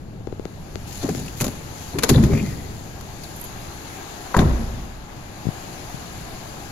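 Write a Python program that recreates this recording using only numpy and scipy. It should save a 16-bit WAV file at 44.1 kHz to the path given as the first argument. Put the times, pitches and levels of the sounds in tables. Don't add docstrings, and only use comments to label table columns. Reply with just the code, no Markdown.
import sys
import numpy as np
from scipy import signal
from scipy.fft import rfft, irfft, next_fast_len
from scipy.io import wavfile
from scipy.ndimage import uniform_filter1d, map_coordinates

SR = 44100
rng = np.random.default_rng(int(sys.argv[2]) if len(sys.argv) > 2 else 0)


def attenuation_scalar(level_db):
    decades = np.asarray(level_db, float) / 20
    return 10 ** decades


def pcm_store(signal):
    levels = np.round(np.clip(np.atleast_2d(signal), -1, 1) * 32767)
    wavfile.write(sys.argv[1], SR, levels.astype(np.int16).T)


N = 296325
TIME = np.arange(N) / SR

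# [f/Hz, likeness 0..1]
DIFFUSE = [(60, 0.85), (180, 0.99), (550, 0.53), (1300, 0.18), (3500, 0.075), (15000, .05)]
# [f/Hz, level/dB]
HISS = [(500, -56), (1500, -6), (3000, -1), (6000, 0.5), (11000, -4.5), (16000, 0)]
# [t/s, level/dB]
OPEN = [(0.0, -17.5), (0.32, -15.5), (0.47, -10.5), (0.94, -1.5), (1.6, 0), (1.85, 1.5), (2.1, -1),
        (2.5, 0.5), (3.0, -2), (3.4, 0.5), (4.5, 1.5), (4.79, -2.5), (5.0, -9), (5.29, -4), (5.61, 1.5),
        (6.72, 1)]
# [f/Hz, width/Hz, level/dB]
DOOR = [(31, 9.6, 2), (61.3, 5.8, 3), (79, 20, -4.5), (112.4, 16, 1), (163.5, 26, -4), (222.3, 23, -2.5),
        (268, 22, -15)]


def unit(x):
    return x / np.sqrt(np.mean(x ** 2) + 1e-20)


def along(points, hz):
    f, v = np.transpose(points)
    return np.interp(np.log(hz + 1), np.log(f + 1), v)


def curve(points):
    s, v = np.transpose(points)
    return np.interp(TIME, s, v)


def wobble(rate):
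    knots = rng.standard_normal(int(N * rate / SR) + 4)
    return map_coordinates(knots, [TIME * rate])


def filtered(x, response):
    m = next_fast_len(x.shape[-1] + 8192)
    return irfft(rfft(x, m) * response(np.fft.rfftfreq(m, 1 / SR)), m)[..., :x.shape[-1]]


def shaped(points):
    return lambda hz: attenuation_scalar(along(points, hz))


def resonances(modes):
    def response(f):
        total = 0
        for k, (centre, width, db) in enumerate(modes):
            damping = 1j * f * width
            total = total + (-1) ** k * attenuation_scalar(db) * damping / (centre ** 2 - f * f + damping)
        return total
    return response


def causal(points):
    cep = irfft(np.log(attenuation_scalar(along(points, np.fft.rfftfreq(2048, 1 / SR)))))
    cep[1:1024] *= 2
    cep[1025:] = 0
    return irfft(np.exp(rfft(cep)))


def rush(colour, alike, patchy_db, lag=0):
    z = signal.stft(rng.standard_normal((2, N)), nperseg=512)[2]
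    field = uniform_filter1d(rng.standard_normal(z.shape[1:]), size=6, axis=0)
    field = uniform_filter1d(field, size=12, axis=1)
    pair = signal.istft(z * attenuation_scalar(patchy_db * unit(field)), nperseg=512)[1][:, :N]

    def spread(hz):
        turn = np.arccos(np.clip(along(alike, hz), -1, 1)) / 2
        return colour(hz) * np.array([np.cos(turn), np.sin(turn)])

    mid, side = filtered(pair, spread)
    return unit(np.array([mid + side, np.roll(mid - side, round(lag * SR))]))


def steady(x):
    power = uniform_filter1d(np.mean(x ** 2, 0), round(0.0404 * SR))
    return x / np.sqrt(np.abs(power) + 0.055)


def add(track, s, sound):
    at = track[..., round(s * SR):][..., :sound.shape[-1]]
    at += sound[..., :at.shape[-1]]


def swell(s, rise, t60, hold=0):
    t, shape = TIME[:round((hold + 2 * t60) * SR)], np.zeros(N)
    decay = np.exp(-np.log(1000) * np.clip(t - hold, 0, None) / t60)
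    add(shape, s, (1 - np.exp(-t / rise)) * decay)
    return shape


def garage_air():
    # [f/Hz, level/dB]
    rumble_colour = [(20, -0.5), (45, -1), (100, 2.5), (170, -1), (260, -8), (420, -12.5), (800, -18.5),
                     (2000, -52)]
    # [f/Hz, level/dB]
    drone_colour = [(150, -10), (330, 1), (500, -7), (640, -3), (720, 0.5), (830, 1), (930, -4), (1300, -6),
                    (1520, -7.5), (1640, -4), (1780, -8.5), (2700, -10), (5000, -18.5), (12000, -27.5)]
    # [t/s, level/dB]
    lean_out = [(0, 0), (1.45, 0), (1.6, -2), (1.9, -2), (2.1, 0), (3.6, 0), (3.9, -2), (4.25, -2),
                (4.6, 0), (5.1, -1), (5.5, 0), (6.72, 1)]
    open_db, lean_db = curve(OPEN), curve(lean_out)
    outside = np.clip((TIME - 2.73) / 1.3, 0, 1)
    rolls = sum(attenuation_scalar(db) * swell(s, 0.037, 0.88) for s, db in [(2.24, -23), (4.45, -27.5)])
    rumble_db = -35.5 + 0.064 * open_db - 3.5 * outside + lean_db
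    drone_db = -41 + 0.53 * open_db + 3 * outside - 0.45 * lean_db
    rumble = rush(shaped(rumble_colour), DIFFUSE, patchy_db=0.23, lag=0.00013)
    drone = rush(shaped(drone_colour), DIFFUSE, patchy_db=1.0, lag=0.00015)
    return np.hypot(attenuation_scalar(rumble_db), rolls) * rumble + attenuation_scalar(drone_db) * drone


def air_hiss():
    return attenuation_scalar(-42.5 + curve(OPEN)) * rush(shaped(HISS), DIFFUSE, patchy_db=1.6)


def cabin_hum():
    # [f/Hz, level/dB, t60/s]
    modes = [(29.88, -17.5, 1.62), (58.5, -17.5, 1.47), (63, -21, 0.85), (228.4, -25, 0.86)]
    t = np.clip(TIME - 4.366, 0, None)
    hum = 0
    for hz, db, t60 in modes:
        tone = np.sin(2 * np.pi * hz * t + 0.6 * wobble(9))
        hum = hum + attenuation_scalar(db - 60 * t / t60) * (1 - np.exp(-t / 0.044)) * tone
    return hum


def cloth_rub():
    # [t/s, length/s, level/dB, brightness/dB]
    strokes = [(0.866, 0.13, -37.5, 0), (1.001, .03, -38.5, -5), (1.057, .16, -42, -2),
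               (1.028, 0.44, -44.5, 0), (1.368, 0.055, -37, 3), (1.476, 0.026, -46, 4),
               (1.748, 0.19, -42.5, -1), (2.097, 0.011, -26, 2), (2.225, 0.011, -29, -1),
               (2.3, 0.21, -41.5, -0.5), (3.21, 0.13, -46, 0), (3.35, .06, -52, 6), (3.41, 0.048, -49, 10),
               (4.393, .015, -37, -3)]
    noise = rush(shaped(HISS), DIFFUSE, patchy_db=1.6)
    dull = filtered(noise, lambda hz: 1 / (1 + (hz / 8000) ** 4))
    bright = noise - dull
    grains = attenuation_scalar(1.0 * wobble(29.66) + 2.0 * wobble(250))
    dull_gain, bright_gain = np.zeros((2, N))
    for s, length, db, bright_db in strokes:
        stroke = swell(s, 0.0063, 0.15, length)
        dull_gain += attenuation_scalar(db - bright_db) * stroke
        bright_gain += attenuation_scalar(db + bright_db) * stroke
    return grains * (dull * dull_gain + bright * bright_gain)


def case_knocks(rows, ring_hz, width_hz, plain):
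    track, t = np.zeros((2, N)), np.arange(2048) / SR
    late = np.clip(t - .0015, 0, None)
    push = late * np.exp(-late / 0.00042) - .5 * t * np.exp(-t / 0.000087)
    knock = filtered(push, resonances([(ring_hz, width_hz, 0)]))
    knock = knock / np.abs(knock).max() + plain * push / push.max()
    knock = knock / np.abs(knock).max()
    tick = -np.exp(-t / 0.00016) * np.cos(2 * np.pi * 1500 * t)
    for s, db, tick_db, pan_db in rows:
        add(track, s, attenuation_scalar(db) * (knock + attenuation_scalar(tick_db) * tick) * attenuation_scalar([[pan_db / 2], [-pan_db / 2]]))
    return track


def hand_on_phone():
    # [t/s, peak level/dB, tick level/dB, left over right/dB]
    taps = [
        (0.2077, -36, -14, 16),
        (0.2718, -18.5, -11.5, 11),
        (0.325, -19, -16, 11),
        (0.3955, -20, -14, 13),
        (0.454, -17.5, -2.5, 7.5),
        (0.7566, -23.5, 5, 15.5),
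        (1.149, -21, 1, 13),
    ]
    # [t/s, peak level/dB, tick level/dB, left over right/dB]
    bumps = [
        (5.4525, -25, -35, 13),
        (5.4675, -19.5, -32, 21),
        (5.4857, -20, -32, 22),
        (5.942, -29, -30, 21),
    ]
    return case_knocks(taps, 403, 150, 1.06) + case_knocks(bumps, 138, 85, -.15)


def held_ring(db, start_hz, end_hz, length, width_hz, firm):
    t = np.arange(round((2 * length + 0.12) * SR)) / SR
    drive = rng.standard_normal((3, len(t)))
    slow = filtered(drive, lambda f: 1 / (1 + (2 * f / width_hz) ** 2))
    phase = 2 * np.pi * np.cumsum(start_hz + (end_hz - start_hz) * np.clip(t / length, 0, 1)) / SR
    across = slow[1] + 0.24 * np.array([slow[2], -slow[2]])
    tone = unit((firm * np.std(slow) + slow[0]) * np.cos(phase) + across * np.sin(phase))
    fade_t60 = 0.029 + 1.7 * length
    shape = (1 - np.exp(-t / 0.00031)) * attenuation_scalar(-60 * np.clip(t - length, 0, None) / fade_t60)
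    return attenuation_scalar(db - 6.0) * tone * shape


def creaks():
    # [t/s, peak level/dB, f/Hz, length/s]
    events = [
        (3.36, -35, 11400, .006),
        (3.374, -33, 14000, .003),
        (3.397, -30.5, 13000, .003),
        (3.411, -26, 11400, 0.0036),
        (3.438, -27.5, 12500, 0.0085),
    ]
    track = np.zeros((2, N))
    for s, db, hz, length in events:
        add(track, s, held_ring(db, hz, hz, length, .24 * hz, firm=.45))
    return track


def squeaks():
    # [t/s, peak level/dB, start f/Hz, end f/Hz, length/s]
    events = [(1.012, -41, 1400, 1300, .018), (1.05, -35, 950, 950, .008), (1.085, -39, 1350, 1620, .025),
              (1.093, -39, 2400, 2400, .015), (1.402, -26, 2500, 2200, 0.0077),
              (1.446, -35, 6800, 6800, 0.01), (2.141, -22, 3520, 3750, 0.0071),
              (2.159, -20.5, 3900, 3540, 0.0031), (2.305, -35.5, 2150, 2280, 0.035),
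              (2.333, -31, 2140, 2250, .006), (2.348, -29, 2110, 2310, .008),
              (2.372, -27, 2330, 2400, 0.015), (2.394, -28, 2380, 2450, 0.011),
              (2.358, -34, 2024, 2135, 0.042), (2.43, -38, 2080, 2050, 0.05),
              (2.49, -41, 1890, 1910, 0.048), (2.58, -48, 2010, 1935, 0.1), (3.237, -36, 5000, 4060, .009),
              (3.3, -52, 6800, 6800, .07), (3.457, -46, 6800, 6800, .025), (4.3905, -22, 3620, 3520, .002),
              (2.142, -31, 1800, 1800, .008), (2.235, -32, 1950, 1960, .006),
              (2.236, -32, 4500, 4500, .005)]
    track = np.zeros((2, N))
    for s, db, start_hz, end_hz, length in events:
        width_hz = 530 / (1 + length / .07)
        add(track, s, held_ring(db, start_hz, end_hz, length, width_hz, firm=.45))
    return track


def pings():
    # [t/s, peak level/dB, f/Hz, length/s]
    events = [
        (4.352, -21, 493, 0.006),
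        (4.357, -22, 1180, 0.0069),
        (4.382, -16.5, 760, 0.0043),
        (1.412, -28, 850, .004),
        (1.408, -24, 423, .004),
        (1.432, -23, 557, 0.0045),
        (1.4405, -31, 1900, 0.0043),
        (2.033, -12.5, 478, 0.0076),
    ]
    track = np.zeros((2, N))
    for s, db, hz, length in events:
        add(track, s, held_ring(db, hz, hz * (1 - 0.069), length, 0.63 * hz, firm=1.2))
    return track


def clean_rings(rows):
    track = np.zeros(N)
    for s, db, start_hz, end_hz, rise in rows:
        u = np.arange(round(9 * rise * SR)) / (rise * SR)
        glide = np.clip(u / 3.97, 0, 1)
        phase = 2 * np.pi * np.cumsum(start_hz + (end_hz - start_hz) * glide) / SR
        add(track, s, attenuation_scalar(db) * u * np.exp(1 - u) * np.sin(phase))
    return track


def strikes():
    # [t/s, peak level/dB, start f/Hz, end f/Hz, rise/s]
    events = [(4.3424, -13, 1290, 1210, 0.0011), (4.3458, -7.5, 1040, 1000, .0012),
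              (4.349, -16, 1015, 960, .0025), (4.343, -17.5, 562, 480, 0.0041),
              (4.345, -22, 1950, 1950, .002), (4.3435, -15, 800, 760, .002), (4.344, -19, 1580, 1520, .002),
              (4.365, -15, 1250, 1200, .001), (4.3655, -15, 1740, 1650, .0012),
              (4.369, -17, 960, 900, .002), (4.3898, -17, 3640, 3550, .0012),
              (4.389, -19, 1600, 1550, .0015), (4.398, -20, 1180, 1120, .002),
              (1.038, -19, 400, 170, .0065), (1.027, -31, 720, 620, .003), (1.099, -21, 300, 260, .004),
              (1.11, -20, 210, 170, .004), (1.2815, -27, 2900, 2450, .0008), (1.086, -19, 460, 390, 0.0048),
              (1.092, -25, 780, 720, .003), (1.444, -21, 260, 240, .004), (1.444, -25, 566, 537, .003),
              (1.452, -29, 1100, 1080, .0015), (1.466, -20, 250, 230, .004), (1.466, -24, 580, 560, 0.0018),
              (1.481, -24, 240, 200, .003), (1.481, -26.5, 560, 580, 0.0026)]
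    return clean_rings(events)


def thrums():
    # [t/s, peak level/dB, start f/Hz, end f/Hz, rise/s]
    events = [(2.102, -17.5, 280, 260, .007), (2.108, -18.5, 400, 390, .008),
              (2.15, -20.5, 510, 500, 0.0057), (2.186, -12.5, 200, 240, .011), (2.205, -18, 62, 58, .02),
              (2.165, -14.5, 125, 150, .014), (1.952, -23, 330, 430, .006), (1.972, -24, 130, 150, .008),
              (2.226, -13.5, 210, 165, .011), (2.228, -17.5, 330, 330, 0.0078),
              (2.298, -18.5, 395, 400, .009), (2.325, -16.5, 149, 139, 0.011), (2.33, -20, 234, 216, .01),
              (2.425, -18.5, 190, 185, .011), (4.4, -12.5, 260, 235, 0.0097), (4.44, -17.5, 150, 140, .012),
              (4.45, -16, 85, 70, .011), (4.5, -20, 55, 50, .025), (4.59, -26.5, 230.5, 225, 0.017)]
    return clean_rings(events)


def clacks():
    # [t/s, peak level/dB, tilt/dB per octave, t60/s]
    events = [(1.028, -31, -5, 0.07), (1.0895, -24, -4.5, 0.055), (1.18, -38, -4, 0.045),
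              (1.2596, -29, -3, 0.055), (1.283, -31, -2, 0.06), (1.4019, -18, -1.5, 0.032),
              (1.4098, -13, -1, 0.06), (1.4415, -18, -1.5, 0.061), (1.4647, -20, -2, 0.016),
              (1.4795, -20.5, -2.5, 0.018), (1.9854, -12, -5, 0.038), (2.024, -20, -5, 0.038),
              (2.0336, -5.5, -3.5, 0.04), (2.084, -25, -3, .04), (2.0909, -4.5, -3, 0.055),
              (2.1446, -26, -6, 0.06), (2.18, -26.5, -9, 0.052), (2.2366, -22.5, -7.5, 0.06),
              (2.3333, -27.5, -11, 0.053), (2.376, -25.5, -5, 0.05), (2.461, -28.5, -4, 0.043),
              (2.513, -35, -4, 0.045), (3.0094, -30.5, -2, 0.03), (3.235, -26.5, -1.5, 0.03),
              (4.3437, -24, -10, 0.044), (4.366, -16.5, -3.5, 0.056), (4.3896, -16, -8.5, 0.05),
              (4.4015, -24, -6, 0.083), (4.83, -44, -12.5, 0.05)]
    track, t = np.zeros((2, N)), np.arange(SR // 5) / SR
    for s, db, tilt_db, t60 in events:
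        shared, own = rng.standard_normal(len(t)), rng.standard_normal((2, len(t)))
        contacts = attenuation_scalar(2.3 * np.repeat(rng.standard_normal(len(t) // 30), 30))
        slope = lambda hz: attenuation_scalar(tilt_db * np.log2((hz + 250) / 4000)) * hz / (hz + 350)
        noise = filtered(0.87 * shared + 0.58 * own, slope)
        rattle_s = max(0.0066 + .00015 * db, .001)
        shape = (1 - np.exp(-t / 0.00017)) * attenuation_scalar(-60 * np.clip(t - rattle_s, 0, None) / t60)
        add(track, s, attenuation_scalar(db - 4.5) * noise * contacts * shape)
    return track


def seat_body(hz):
    # [f/Hz, width/Hz, level/dB]
    modes = [(59.3, 15, -2), (83, 15, 0.5), (118, 27, 1.5), (168, 26, 2.5), (229.3, 21.3, 1.5),
             (283.5, 26, -4.5), (347, 21, -12.5), (399, 31, -11.5)]
    return resonances(modes)(hz) * (1j * hz / (50 + 1j * hz)) ** 2


def shudder():
    # [t/s, boom level/dB, panel level/dB, boom t60/s, panel t60/s]
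    events = [(1.03, -21, -26.5, 0.27, 0.31), (1.086, -27.5, -28, 0.78, 0.17), (1.165, -26, -40, 0.38, .3),
              (1.405, -24.5, -28.5, 0.38, 0.52), (1.93, -27.5, -34.5, 0.48, 1.2),
              (2.033, -37, -21, .3, .25), (2.095, -8.5, -17, 0.36, 0.21), (2.14, -28, -19.5, .3, 0.22),
              (2.165, -14.5, -26, 0.76, 1.14), (2.3, -19.5, -29, 0.91, 0.63),
              (4.364, -16.5, -18, 0.69, 0.5), (4.41, -17, -22, 0.48, 0.73), (4.5, -40, -36.5, .9, 1.4),
              (4.68, -28, -47, 0.8, 1)]
    # [f/Hz, likeness 0..1]
    near = [(60, 1), (180, 0.96), (550, 0.88), (1650, 0.14), (4970, 0.03), (15000, 0.02)]
    # [f/Hz, level/dB]
    panel_colour = [(150, -0.5), (300, 5.5), (400, 4.5), (480, 0), (560, 0), (700, -1.5), (830, -5.5),
                    (1050, -5), (1400, -11), (1900, -12), (4000, -29.5), (12000, -51)]
    door_boom = rush(resonances(DOOR), near, patchy_db=3.5)
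    seat_boom = rush(seat_body, near, patchy_db=1.0)
    boom = steady(np.where(TIME > 4, door_boom, seat_boom)) * attenuation_scalar(1.2 * wobble(21.99))
    panels = steady(rush(shaped(panel_colour), near, patchy_db=-0.5))
    panels = panels * attenuation_scalar(1.4 * wobble(70))
    dull = filtered(panels, lambda hz: 1 / (1 + (hz / 1300) ** 2))
    boom_power, dull_power, bright_power = np.zeros((3, N))
    for s, boom_db, panel_db, boom_t60, panel_t60 in events:
        boom_power += (attenuation_scalar(boom_db) * swell(s, 0.011, boom_t60)) ** 2
        dull_power += (attenuation_scalar(panel_db) * swell(s, 0.004, panel_t60)) ** 2
        bright_power += (attenuation_scalar(panel_db) * swell(s, 0.004, .85 * panel_t60)) ** 2
    return np.sqrt(boom_power) * boom + np.sqrt(dull_power) * dull + np.sqrt(bright_power) * (panels - dull)


def blows():
    # [t/s, peak level/dB, contact time/s]
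    events = [(1.037, -21, 0.0036), (1.045, -25, 0.0028), (1.052, -19, 0.0035), (1.0905, -22, 0.002),
              (1.109, -23, 0.0023), (1.409, -14, 0.0053), (1.417, -13.5, 0.0057), (1.426, -19, 0.0055),
              (1.445, -19, 0.002), (1.453, -22, .001), (1.467, -18, .0015), (1.4812, -17, 0.002),
              (2.036, -20, 0.002), (2.1, -4, 0.0043), (2.111, -6, .004), (2.1164, -4, .0045),
              (2.1234, -2, 0.0048), (2.164, -1, 0.0047), (2.186, -3.5, 0.0051), (2.241, -2, 0.0044),
              (2.2037, -6, 0.0038), (2.255, -8, 0.0051), (2.305, -10, 0.0048), (2.335, -8.5, 0.0056),
              (2.345, -9, 0.0051), (2.415, -16, .006), (2.448, -20, 0.0052), (2.483, -14, 0.0045),
              (2.527, -16, .005), (4.3658, 0.5, 0.0037), (4.3886, -1.2, 0.00355), (4.3933, -5, .004),
              (4.401, -5, .004), (4.41, -6, 0.0042), (4.421, -11, 0.0042), (4.433, -7, 0.0041),
              (4.452, -13, .005), (4.459, -11, 0.0073), (4.488, -12, 0.0085), (4.524, -13.5, 0.0083),
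              (4.585, -20, 0.0053), (4.611, -20, 0.0048), (4.627, -17, .006), (4.662, -19, .007),
              (4.728, -19.5, 0.0066)]
    track, t = np.zeros((2, N)), np.arange(SR // 4) / SR
    for s, db, contact in events:
        push = np.sin(np.pi * np.clip(t / contact, 0, 1)) ** 2
        ring = filtered(push, resonances(DOOR) if s > 4 else seat_body)
        air = push - .5 * np.roll(push, round(contact * SR))
        add(track, s, attenuation_scalar(db) * (0.59 * air + 0.27 * ring / np.abs(ring).max()))
    return track


def echo(x):
    # [f/Hz, t60/s]
    decay = [(100, 0.63), (500, 1.76), (2000, 1.05), (10000, 0.74)]
    hz, t, z = signal.stft(rng.standard_normal((2, SR)), SR, nperseg=256)
    tail = signal.istft(z * attenuation_scalar(-60 * t / along(decay, hz)[:, None]), SR, nperseg=256)[1]
    late = np.pad(x, ((0, 0), (700, 0)))
    return signal.fftconvolve(late, tail / np.linalg.norm(tail[0]), axes=1)[:, :N]


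def scene():
    background = garage_air() + air_hiss() + cabin_hum()
    handling = cloth_rub() + hand_on_phone()
    hard = creaks() + squeaks() + pings() + strikes() + thrums() + clacks()
    left, right = shudder() + blows()
    body = np.array([np.roll(left, round(.0003 * SR)), right])
    return background + handling + hard + attenuation_scalar(-13.5) * echo(hard) + body


def top_cut(x):
    return signal.sosfilt(signal.butter(12, 16950, fs=SR, output="sos"), x)


def record(dry):
    # [f/Hz, level/dB]
    left_port = [(60, 0), (500, 1.5), (2000, 0), (3200, 0), (4400, 5), (5600, 1), (6650, 8), (7300, 5.5),
                 (8000, -5), (8900, -14.5), (12000, -11.5), (15300, -12), (15900, -30), (16600, -43)]
    # [f/Hz, level/dB]
    right_port = [(60, 1), (500, -3), (2000, -3.5), (3000, -8), (4500, -20), (5700, -52), (6700, -28.5),
                  (8700, -12), (9600, -1), (10800, 7.5), (12000, 3), (13500, -6), (15400, -9), (16600, -35)]
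    ports = np.array([causal(left_port), causal(right_port)])
    heard = signal.fftconvolve(dry, ports, axes=1)[:, :N]
    heard = filtered(heard, lambda hz: (hz < 16500) * attenuation_scalar(-19 * (hz > 15900)))
    limited = heard / (1 + np.abs(heard / .97) ** 8) ** (1 / 8)
    return top_cut(limited)


dry = scene()
out = record(dry)
pcm_store(out)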